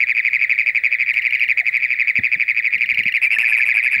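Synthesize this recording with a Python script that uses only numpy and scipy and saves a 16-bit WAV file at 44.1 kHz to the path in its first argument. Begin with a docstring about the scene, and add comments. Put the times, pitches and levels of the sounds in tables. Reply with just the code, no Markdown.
"""A toad trills, twelve notes a second, over a chorus in a flooded meadow at night. In each note its vocal
cords give a few short pulses and a longer last one that falls in pitch as the pressure fades.
A toad close by gives creaky chirps and, after three seconds, joins in with full, squeaky notes.
Soft bumps, ticks in the grass and one blip from the water sound over the low rumble of night air,
a faint far-off tone and a thin electrical whine."""
import sys
import numpy as np
from scipy import signal
from scipy.fft import rfft, irfft
from scipy.io import wavfile
from scipy.ndimage import uniform_filter1d, minimum_filter1d

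SR = 44100
rng = np.random.default_rng(int(sys.argv[2]) if len(sys.argv) > 2 else 0)


def transcribe(signal):
    """Save signal, clipped to [-1, 1], as a 16-bit WAV file at the path in sys.argv[1]."""
    frames = np.atleast_2d(signal).T
    limited = np.clip(frames, -1, 1)
    pcm = np.round(limited * 32767).astype(np.int16)
    wavfile.write(sys.argv[1], SR, pcm)


N = 176400

# The leader's notes. Each row: start in seconds, relative level in dB, first and last pulse offsets in dB.
LEADER_TRILL = [(0.0058, -5.5, 1.7, 1), (0.088, -6, 0.5, -1), (0.1697, -6, 0.5, 0), (0.2513, -6, 2.6, 0),
                (0.3338, -6, 2, -0.5), (0.4154, -5.5, -0.8, 0), (0.4975, -4.5, -0.5, -2.5),
                (0.5809, -5, -4, -2.5), (0.6632, -5.5, -2, -1), (0.7502, -5.5, -1.4, -3),
                (0.8387, -5, -0.5, -2), (0.9189, -6.5, -1.5, -2), (1.0008, -5.5, -0.9, -3),
                (1.0837, -6, -2.5, -2), (1.1636, -6, -1.0, -1.5), (1.2445, -6, -3.8, -2),
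                (1.3261, -6, 0, -1.5), (1.4076, -5, -0.5, -3.5), (1.4896, -5, -1, -1.5),
                (1.5758, -4.5, -0.2, -2.5), (1.6593, -5.5, -6, -1), (1.7441, -6.5, 0.5, -2),
                (1.8253, -6.5, 0.2, -3), (1.906, -7, 2, -1), (1.9902, -5.5, -4.5, 0),
                (2.0747, -5, -0.5, -1), (2.1568, -5.5, 0.1, -2), (2.237, -5, -0.5, -4),
                (2.3186, -5.5, -2.5, -3), (2.4001, -5.5, 0.5, -6), (2.4826, -5.5, -1, -0.5),
                (2.5667, -6, -0.5, -1.5), (2.6469, -6.5, -0.9, -1), (2.7292, -6, -0.5, -2.5),
                (2.8104, -6, 1, -2), (2.892, -6, 0.8, -4.5), (2.9755, -6, 0.5, -1.5),
                (3.0575, -6.5, -0.5, -1), (3.1419, -6.5, 0, -1), (3.2253, -5.5, -2, -2.5),
                (3.3071, -6, 0.5, -1.5), (3.3879, -11, 7, -1), (3.4456, -5.5, -0.6, -3),
                (3.5262, -5, 0.5, -2.5), (3.6092, -5, 0.5, -3), (3.6901, -6, 3, -1.5),
                (3.7721, -6.5, 2, -1), (3.8537, -6.5, -0.5, -4), (3.9356, -6.5, -0.5, -2.5)]
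# Overtone envelope of a trill. Each row: frequency in Hz, level in dB against the fundamental.
TRILL_OVERTONES = [(3400, -11), (4200, -38), (4800, -30), (5500, -44), (6300, -64.5), (6900, -47),
                   (7500, -55), (9500, -54.5), (12000, -49), (15000, -62.5)]
# Swell of the distant chorus. Each row: time in seconds, gain in dB.
CHORUS_GAIN = [(0, 0), (.55, -0.5), (.73, -5.5), (.82, 0.5), (1, 3.5), (1.4, 0), (1.6, -1), (1.9, 1.5),
               (2.15, -2.5), (2.5, 0.5), (3, 0.5), (3.25, 0.5), (4, 4.5)]
# Spectrum of the night air. Each row: frequency in Hz, relative level in dB.
AIR_SPECTRUM = [(20, -16.5), (60, 0.5), (115, 4.5), (200, -7.5), (400, -9.5), (620, -4), (1200, -33.5),
                (3500, -22), (6000, -26), (11000, -23), (16000, -36)]
# The neighbours' notes. Each row: start in seconds, level in dB.
NEIGHBOUR_NOTES = [(.064, -14.5), (.143, -14), (0.223, -19), (.302, -22), (0.386, -17), (0.461, -27),
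                   (0.534, -17), (.608, -15.5), (0.681, -15), (.762, -18), (.86, -24.5), (0.903, -18.5),
                   (0.979, -19), (1.056, -15), (1.135, -17.5), (1.21, -21), (1.285, -20.5), (1.364, -19.5),
                   (1.44, -17), (1.5, -24), (1.59, -25), (1.655, -26), (1.723, -19), (1.795, -19),
                   (1.874, -19.5), (1.95, -19.5), (2.024, -19), (2.1, -25), (2.179, -23.5), (2.254, -19),
                   (2.369, -23), (2.455, -24.5), (2.54, -19.5), (2.618, -18.5), (2.7, -21.5), (2.776, -23),
                   (2.853, -22.5), (2.932, -18), (3.01, -23.5), (3.087, -23), (3.16, -23), (3.24, -24),
                   (3.551, -20.5), (3.725, -36), (3.812, -20), (3.893, -18), (3.974, -12)]
# Ticks and rustles in the grass. Each row: start in seconds, level in dB, decay time in seconds.
GRASS_TICKS = [(1.133, -45.5, 0.024), (1.665, -46.5, 0.033), (1.769, -35, 0.004), (3.3865, -17, 0.00065)]
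# Spectrum of a tick. Each row: frequency in Hz, relative level in dB.
TICK_SPECTRUM = [(300, 4), (3000, 9.5), (6000, -3.5), (11000, -1), (16000, -8)]
# The close toad's warm-up chirps. Each row: time in seconds, level in dB.
WARM_UP_CHIRPS = [(1.14, -20), (1.182, -28), (1.222, -21), (1.265, -21.5), (1.308, -19.5), (1.354, -18),
                  (1.397, -18), (1.439, -19), (1.482, -22), (2.781, -24.5), (2.82, -23.5), (2.86, -21.5),
                  (2.903, -20.5), (2.946, -17.5), (2.991, -17), (3.036, -17.5), (3.082, -18), (3.124, -17),
                  (3.167, -18.5)]
# Overtone envelope of a chirp. Each row: frequency in Hz, level in dB against the fundamental.
CREAK_OVERTONES = [(4200, -23), (5500, -31), (7000, -41.5), (9800, -46.5), (11000, -34.5), (12500, -29.5),
                   (15000, -47)]
# Soft bumps. Each row: start in seconds, level in dB, decay time in seconds.
SOFT_BUMPS = [(2.183, -24.5, 0.016), (2.352, -35, 0.018), (2.757, -41.5, 0.019), (2.84, -48, 0.027),
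              (2.92, -46, 0.066), (2.988, -31.5, 0.017), (3.055, -28.5, 0.0082), (3.375, -41.5, 0.016),
              (3.962, -40, 0.042)]
# Spectrum of a bump. Each row: frequency in Hz, relative level in dB.
BUMP_SPECTRUM = [(30, -17.5), (70, -4.5), (110, 2.5), (160, -4), (210, 0), (320, -11), (600, -21.5),
                 (1200, -42.5), (4000, -67.5)]
# The close toad's notes. Each row: start in seconds, pulse count, spacing in seconds, pitch in Hz,
# level in dB, last pulse pitch in Hz, last pulse offset in dB, brightness in dB.
CLOSE_TRILL = [(3.1470, 4, 0.0077, 2560, -16.5, 1890, -10, -2),
               (3.219, 6, 0.009, 2556, -9.5, 2390, -0.5, -1.5),
               (3.318, 6, 0.0083, 2650, -10.5, 1806, -2.5, -0.5),
               (3.3865, 6, 0.0086, 2605, -9.5, 1800, -5, 0.5),
               (3.4822, 5, 0.0082, 2520, -8.5, 1763, -6.5, 0.5),
               (3.57, 4, 0.0084, 2476, -8, 1788, -6.5, -1), (3.6565, 4, .009, 2455, -8.5, 1760, -10, -1.5),
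               (3.7435, 4, 0.0091, 2484, -8, 1710, -12.5, -1.5),
               (3.83, 4, .0086, 2466, -8.5, 1772, -8.5, -2),
               (3.9155, 4, 0.0083, 2500, -9.5, 1740, -8.5, -0.5)]
# Overtone envelope of those notes. Each row: frequency in Hz, relative level in dB.
SQUEAK_OVERTONES = [(3500, -45), (4700, -33.5), (5500, -28), (6200, -58), (7500, -47), (8300, -32.5),
                    (9000, -35.5), (10300, -35.5), (11500, -31.5), (12500, -46), (14300, -39), (15500, -50)]
# Resonances of the close toad's throat. Each row: centre in Hz, width in Hz, relative level in dB.
THROAT_RESONANCES = [(884, 780, 5), (1500, 260, 6.5), (5520, 420, -13), (7650, 250, -7.5), (8840, 300, -7),
                     (9440, 160, -4), (10190, 200, 2), (11380, 220, -4), (13200, 260, -7), (14200, 260, -8)]

PULSE_GAP_S, PULSE_S, PULSE_GROWTH = .00834, .0043, .075
LEAD_HZ, ARCH_HZ, BEND_HZ, LEAD_GAIN_DB = 2422, 116, 65.5, -1.5
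TAIL_GAP_S, TAIL_S, TAIL_ATTACK_S, TAIL_DECAY_S = .0041, .014, .0011, .0057
CHIRP_HZ, CHIRP_FALL_HZ, CHIRP_S = 2807, 130, .011
CLOSE_PULSE_S, CLOSE_BEND_HZ, CLOSE_TAIL_S, CLOSE_SAG_HZ = .0048, 60, .015, 70.6
TOP_HZ = 16000


def undb(db):
    """Amplitude grows tenfold with every 20 dB."""
    return 10 ** (np.asarray(db) / 20)


def gain_at(hz, spectrum):
    """A spectral envelope, interpolated in dB over log frequency."""
    freqs, db = np.array(spectrum).T
    return undb(np.interp(np.log(hz + 1), np.log(freqs), db))


def noise(spectrum):
    """Spectral shaping turns white noise into coloured noise of unit rms."""
    gain = gain_at(np.arange(N // 2 + 1) * SR / N, spectrum)
    coloured = irfft(rfft(rng.standard_normal(N)) * gain, N)
    return coloured / coloured.std()


def add(out, start, sound):
    """Superposition: a sound adds to the mix from its start in seconds."""
    i = int(round(start * SR))
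    a, b = max(i, 0), min(i + len(sound), N)
    if b > a:
        out[a:b] += sound[a - i:b - i]


def ramp(seconds):
    """Normalised time, from 0 to 1."""
    return np.linspace(0, 1, max(int(seconds * SR), 8))


def resonate(x, hz, width_hz):
    """A second-order resonance with unit gain at its centre."""
    return signal.lfilter(*signal.iirpeak(hz, hz / width_hz, fs=SR), x)


def pulse_envelope(u, edge=1.667, fullness=1.243, skew=.8):
    """Soft saturation rounds the top of a pulse that opens faster than it closes."""
    return np.tanh(fullness * np.abs(np.sin(np.pi * u ** skew)) ** edge) / np.tanh(fullness)


def vocal_cords(hz, env, overtones, bright_db=0, step=1):
    """Periodic vibration gives a fundamental and weak harmonics; step=.5 adds lines between them."""
    phase = 2 * np.pi * np.cumsum(hz) / SR
    k = np.arange(1 + step, 9, step)[:, None]
    gains = gain_at(k * hz, overtones) * (k * hz < TOP_HZ)
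    upper = gains * np.sin(k * phase + rng.uniform(0, 2 * np.pi, k.shape))
    return env * (np.sin(phase + rng.uniform(0, 2 * np.pi)) + undb(bright_db) * upper.sum(0))


def add_note(out, start, hz, db, first_db, last_db, count=4):
    """Frequency modulation: pulses on an arch of pitch, then a tail that falls as the pressure fades."""
    for k, place in enumerate(np.linspace(-1, 1, count)):
        length = PULSE_S * (1 + PULSE_GROWTH * k)
        u = ramp(length)
        arch_hz = hz - ARCH_HZ * place ** 2 + 14 * place
        pitch = arch_hz - BEND_HZ * (2 * u - 1) ** 2 + 10 * rng.standard_normal()
        accent_db = first_db if k == 0 else 1.52 - .56 * place ** 2
        gain = undb(db + accent_db + .36 * rng.standard_normal())
        pulse = vocal_cords(pitch, pulse_envelope(u), TRILL_OVERTONES)
        add(out, start + k * PULSE_GAP_S - length * .46, gain * pulse)
    u = ramp(TAIL_S)
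    attack = 1 - np.exp(-(u * TAIL_S / TAIL_ATTACK_S) ** 2)
    decay = np.exp(-(u * TAIL_S / TAIL_DECAY_S) ** .95) * (1 - u ** 8)
    fall = 489 * (1 + .1 * rng.standard_normal()) * u ** .78
    pitch = (2241 - fall) * hz / LEAD_HZ  # the leader's glide, transposed to this toad
    tail = vocal_cords(pitch, attack * decay, TRILL_OVERTONES, bright_db=-.5)
    add(out, start + (count - 1) * PULSE_GAP_S + TAIL_GAP_S, undb(db + last_db + 2.5) * tail)


def lead_toad():
    """Rapid repetition, about twelve notes a second, is heard as one unbroken trill."""
    out = np.zeros(N)
    for start, db, first_db, last_db in LEADER_TRILL:
        add_note(out, start, LEAD_HZ, db + LEAD_GAIN_DB, first_db, last_db)
    return out


def vocal_sac(call, gain_db=-11.5):
    """A cubic nonlinearity yields the third harmonic, which rings a high resonance of the sac."""
    envelope = np.abs(signal.hilbert(call))
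    third_harmonic = call ** 3 - .75 * call * envelope ** 2
    return call + undb(gain_db) * resonate(third_harmonic, hz=6850, width_hz=76)


def water_reflection(call, delay_s=.002315, gain_db=-17):
    """Reflection off the water arrives later and weaker than the direct sound."""
    out = np.zeros(N)
    add(out, delay_s, undb(gain_db) * call)
    return out


def meadow(x, wet_db, rise_s=.0029, decay_s=.013):
    """Scattering from grass and banks adds a short diffuse tail."""
    t = np.arange(SR // 2) / SR
    tail = rng.standard_normal(len(t)) * np.exp(-t / decay_s) * (1 - np.exp(-t / rise_s))
    return x + undb(wet_db) * signal.fftconvolve(x, tail / np.linalg.norm(tail))[:N]


def chorus(toads=5, centre_hz=2269, spread_hz=190, gap_s=.076):
    """Incoherent sources: distant toads, each at its own pitch and pace, blend and swell together."""
    out = np.zeros(N)
    for hz in centre_hz + spread_hz * np.linspace(-1, 1, toads):
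        gap = gap_s * rng.uniform(.9, 1.1)
        for start in np.arange(-rng.uniform(0, gap), N / SR, gap):
            add_note(out, start, hz, db=-29 + 1.5 * rng.standard_normal(), first_db=-.43, last_db=-5.7)
    swell_db = np.interp(np.arange(N) / SR, *np.array(CHORUS_GAIN).T)
    return meadow(out, wet_db=-2.5) * undb(swell_db)


def night_air(db=-58):
    """Broadband noise weighted to low frequencies is heard as a rumble."""
    return undb(db) * noise(AIR_SPECTRUM)


def electrical_whine(hz=15667, db=-66.5):
    """A pure tone near the upper limit of hearing."""
    return undb(db) * np.sin(2 * np.pi * hz * np.arange(N) / SR)


def neighbours(centre_hz=2378):
    """Unequal rates carry toads a little farther off in and out of step with the leader."""
    out = np.zeros(N)
    for start, db in NEIGHBOUR_NOTES:
        add_note(out, start, centre_hz + 40 * rng.standard_normal(), db, first_db=-11.5, last_db=-3)
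    return out


def far_tone(start_s=.2, end_s=1.5, hz=604, db=-61):
    """Slow random modulation makes a faint tone waver in level and pitch as it swells and fades."""
    u = np.clip((np.arange(N) / SR - start_s) / (end_s - start_s), 0, 1)
    waver = noise([(1, 0), (14, 0), (60, -60), (2000, -140)])
    phase = 2 * np.pi * np.cumsum(hz + 5 * waver[::-1]) / SR
    return undb(db) * np.sin(np.pi * u) * (1 + .35 * waver) * np.sin(phase)


def bursts(rows, spectrum, attack_s):
    """Noise transients decay exponentially: sharp, bright ones tick and slow, dark ones bump."""
    env, t = np.zeros(N), np.arange(SR // 2) / SR
    for start, db, decay in rows:
        add(env, start, undb(db) * (1 - np.exp(-t / attack_s)) * np.exp(-t / decay))
    return env * noise(spectrum)


def close_chirps():
    """Partials between the harmonics lend a creak to the close toad's single falling pulses."""
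    out, u = np.zeros(N), ramp(CHIRP_S)
    env = 1.83 * np.tanh((7 * u) ** 2) * np.exp(-2.4 * u) * (1 - u ** 4)
    pitch = CHIRP_HZ - CHIRP_FALL_HZ * u
    for t, db in WARM_UP_CHIRPS:
        add(out, t - .0022, undb(db) * vocal_cords(pitch, env, CREAK_OVERTONES, step=.5))
    return out


def water_blip(start_s=1.602, hz=780, fall_hz=120, db=-45):
    """A brief downward glide with a fluttering amplitude is heard as a plop from the water."""
    out, u = np.zeros(N), ramp(.045)
    flutter = 1 + .5 * np.interp(u, np.linspace(0, 1, 10), rng.standard_normal(10))
    phase = 2 * np.pi * np.cumsum(hz - fall_hz * u) / SR
    add(out, start_s, undb(db) * flutter * np.hanning(len(u)) * np.sin(phase))
    return out


def close_trill():
    """Amplitude modulation: each short pulse gates voice and air noise; a held tail ends the note."""
    out, airflow = np.zeros(N), np.zeros(N)
    for start, pulses, gap, hz, db, last_hz, last_db, bright_db in CLOSE_TRILL:
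        u = ramp(CLOSE_PULSE_S)
        for k, place in enumerate(np.linspace(-1, 1, pulses)):
            t = start + k * gap - CLOSE_PULSE_S / 2
            env = pulse_envelope(u) * undb(db - 2.7 * place ** 2)
            arch_hz = hz - 110 * place ** 2
            pitch = arch_hz - CLOSE_BEND_HZ * (2 * u - 1) ** 2 + 20 * rng.standard_normal()
            add(out, t, vocal_cords(pitch, env, SQUEAK_OVERTONES, bright_db - 3.5, step=.5))
            add(airflow, t, env * undb(bright_db))
        u = ramp(CLOSE_TAIL_S)
        env = np.tanh(9 * u) * np.tanh(4 * (1 - u)) * np.exp(-.45 * u) * undb(db + last_db)
        tail = vocal_cords(last_hz - CLOSE_SAG_HZ * u, env, SQUEAK_OVERTONES, bright_db - 5)
        add(out, start + (pulses - 1) * gap + .004, tail)
    return out + throat_rasp(airflow)


def throat_rasp(airflow, ring_s=.001, gain_db=-36.5):
    """Source and filter: throat resonances shape air noise into a low rattle and narrow squeaks."""
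    rasp = np.zeros(N)
    for hz, width, db in THROAT_RESONANCES:
        band = resonate(resonate(rng.standard_normal(N), hz, width), hz, 2 * width)
        rasp += undb(db) * band / band.std()
    pole = np.exp(-1 / (ring_s * SR))
    env = signal.lfilter([1 - pole], [1, -pole], airflow)
    return undb(gain_db) * env * rasp


def scene():
    """The toads, their scattered sound and the noises of the night superpose in one channel."""
    lead = vocal_sac(lead_toad())
    out = meadow(lead, wet_db=-29.5) + water_reflection(lead) + chorus()
    out += meadow(close_chirps() + close_trill(), wet_db=-16)
    out += meadow(neighbours(), wet_db=-19)
    out += night_air() + electrical_whine()
    out += bursts(SOFT_BUMPS, BUMP_SPECTRUM, attack_s=.0044)
    out += bursts(GRASS_TICKS, TICK_SPECTRUM, attack_s=.00014)
    out += water_blip() + far_tone()
    return out[None]


def record(dry):
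    """Peak limiting holds down whatever exceeds full scale; a steep low-pass cuts the top."""
    gain = minimum_filter1d(np.minimum(1, 1 / (np.abs(dry) + 1e-9)), size=301)
    smooth_gain = uniform_filter1d(uniform_filter1d(gain, size=151), size=151)
    return signal.sosfilt(signal.ellip(10, .1, 80, TOP_HZ, fs=SR, output="sos"), dry * smooth_gain)


dry = scene()
out = record(dry)
transcribe(out)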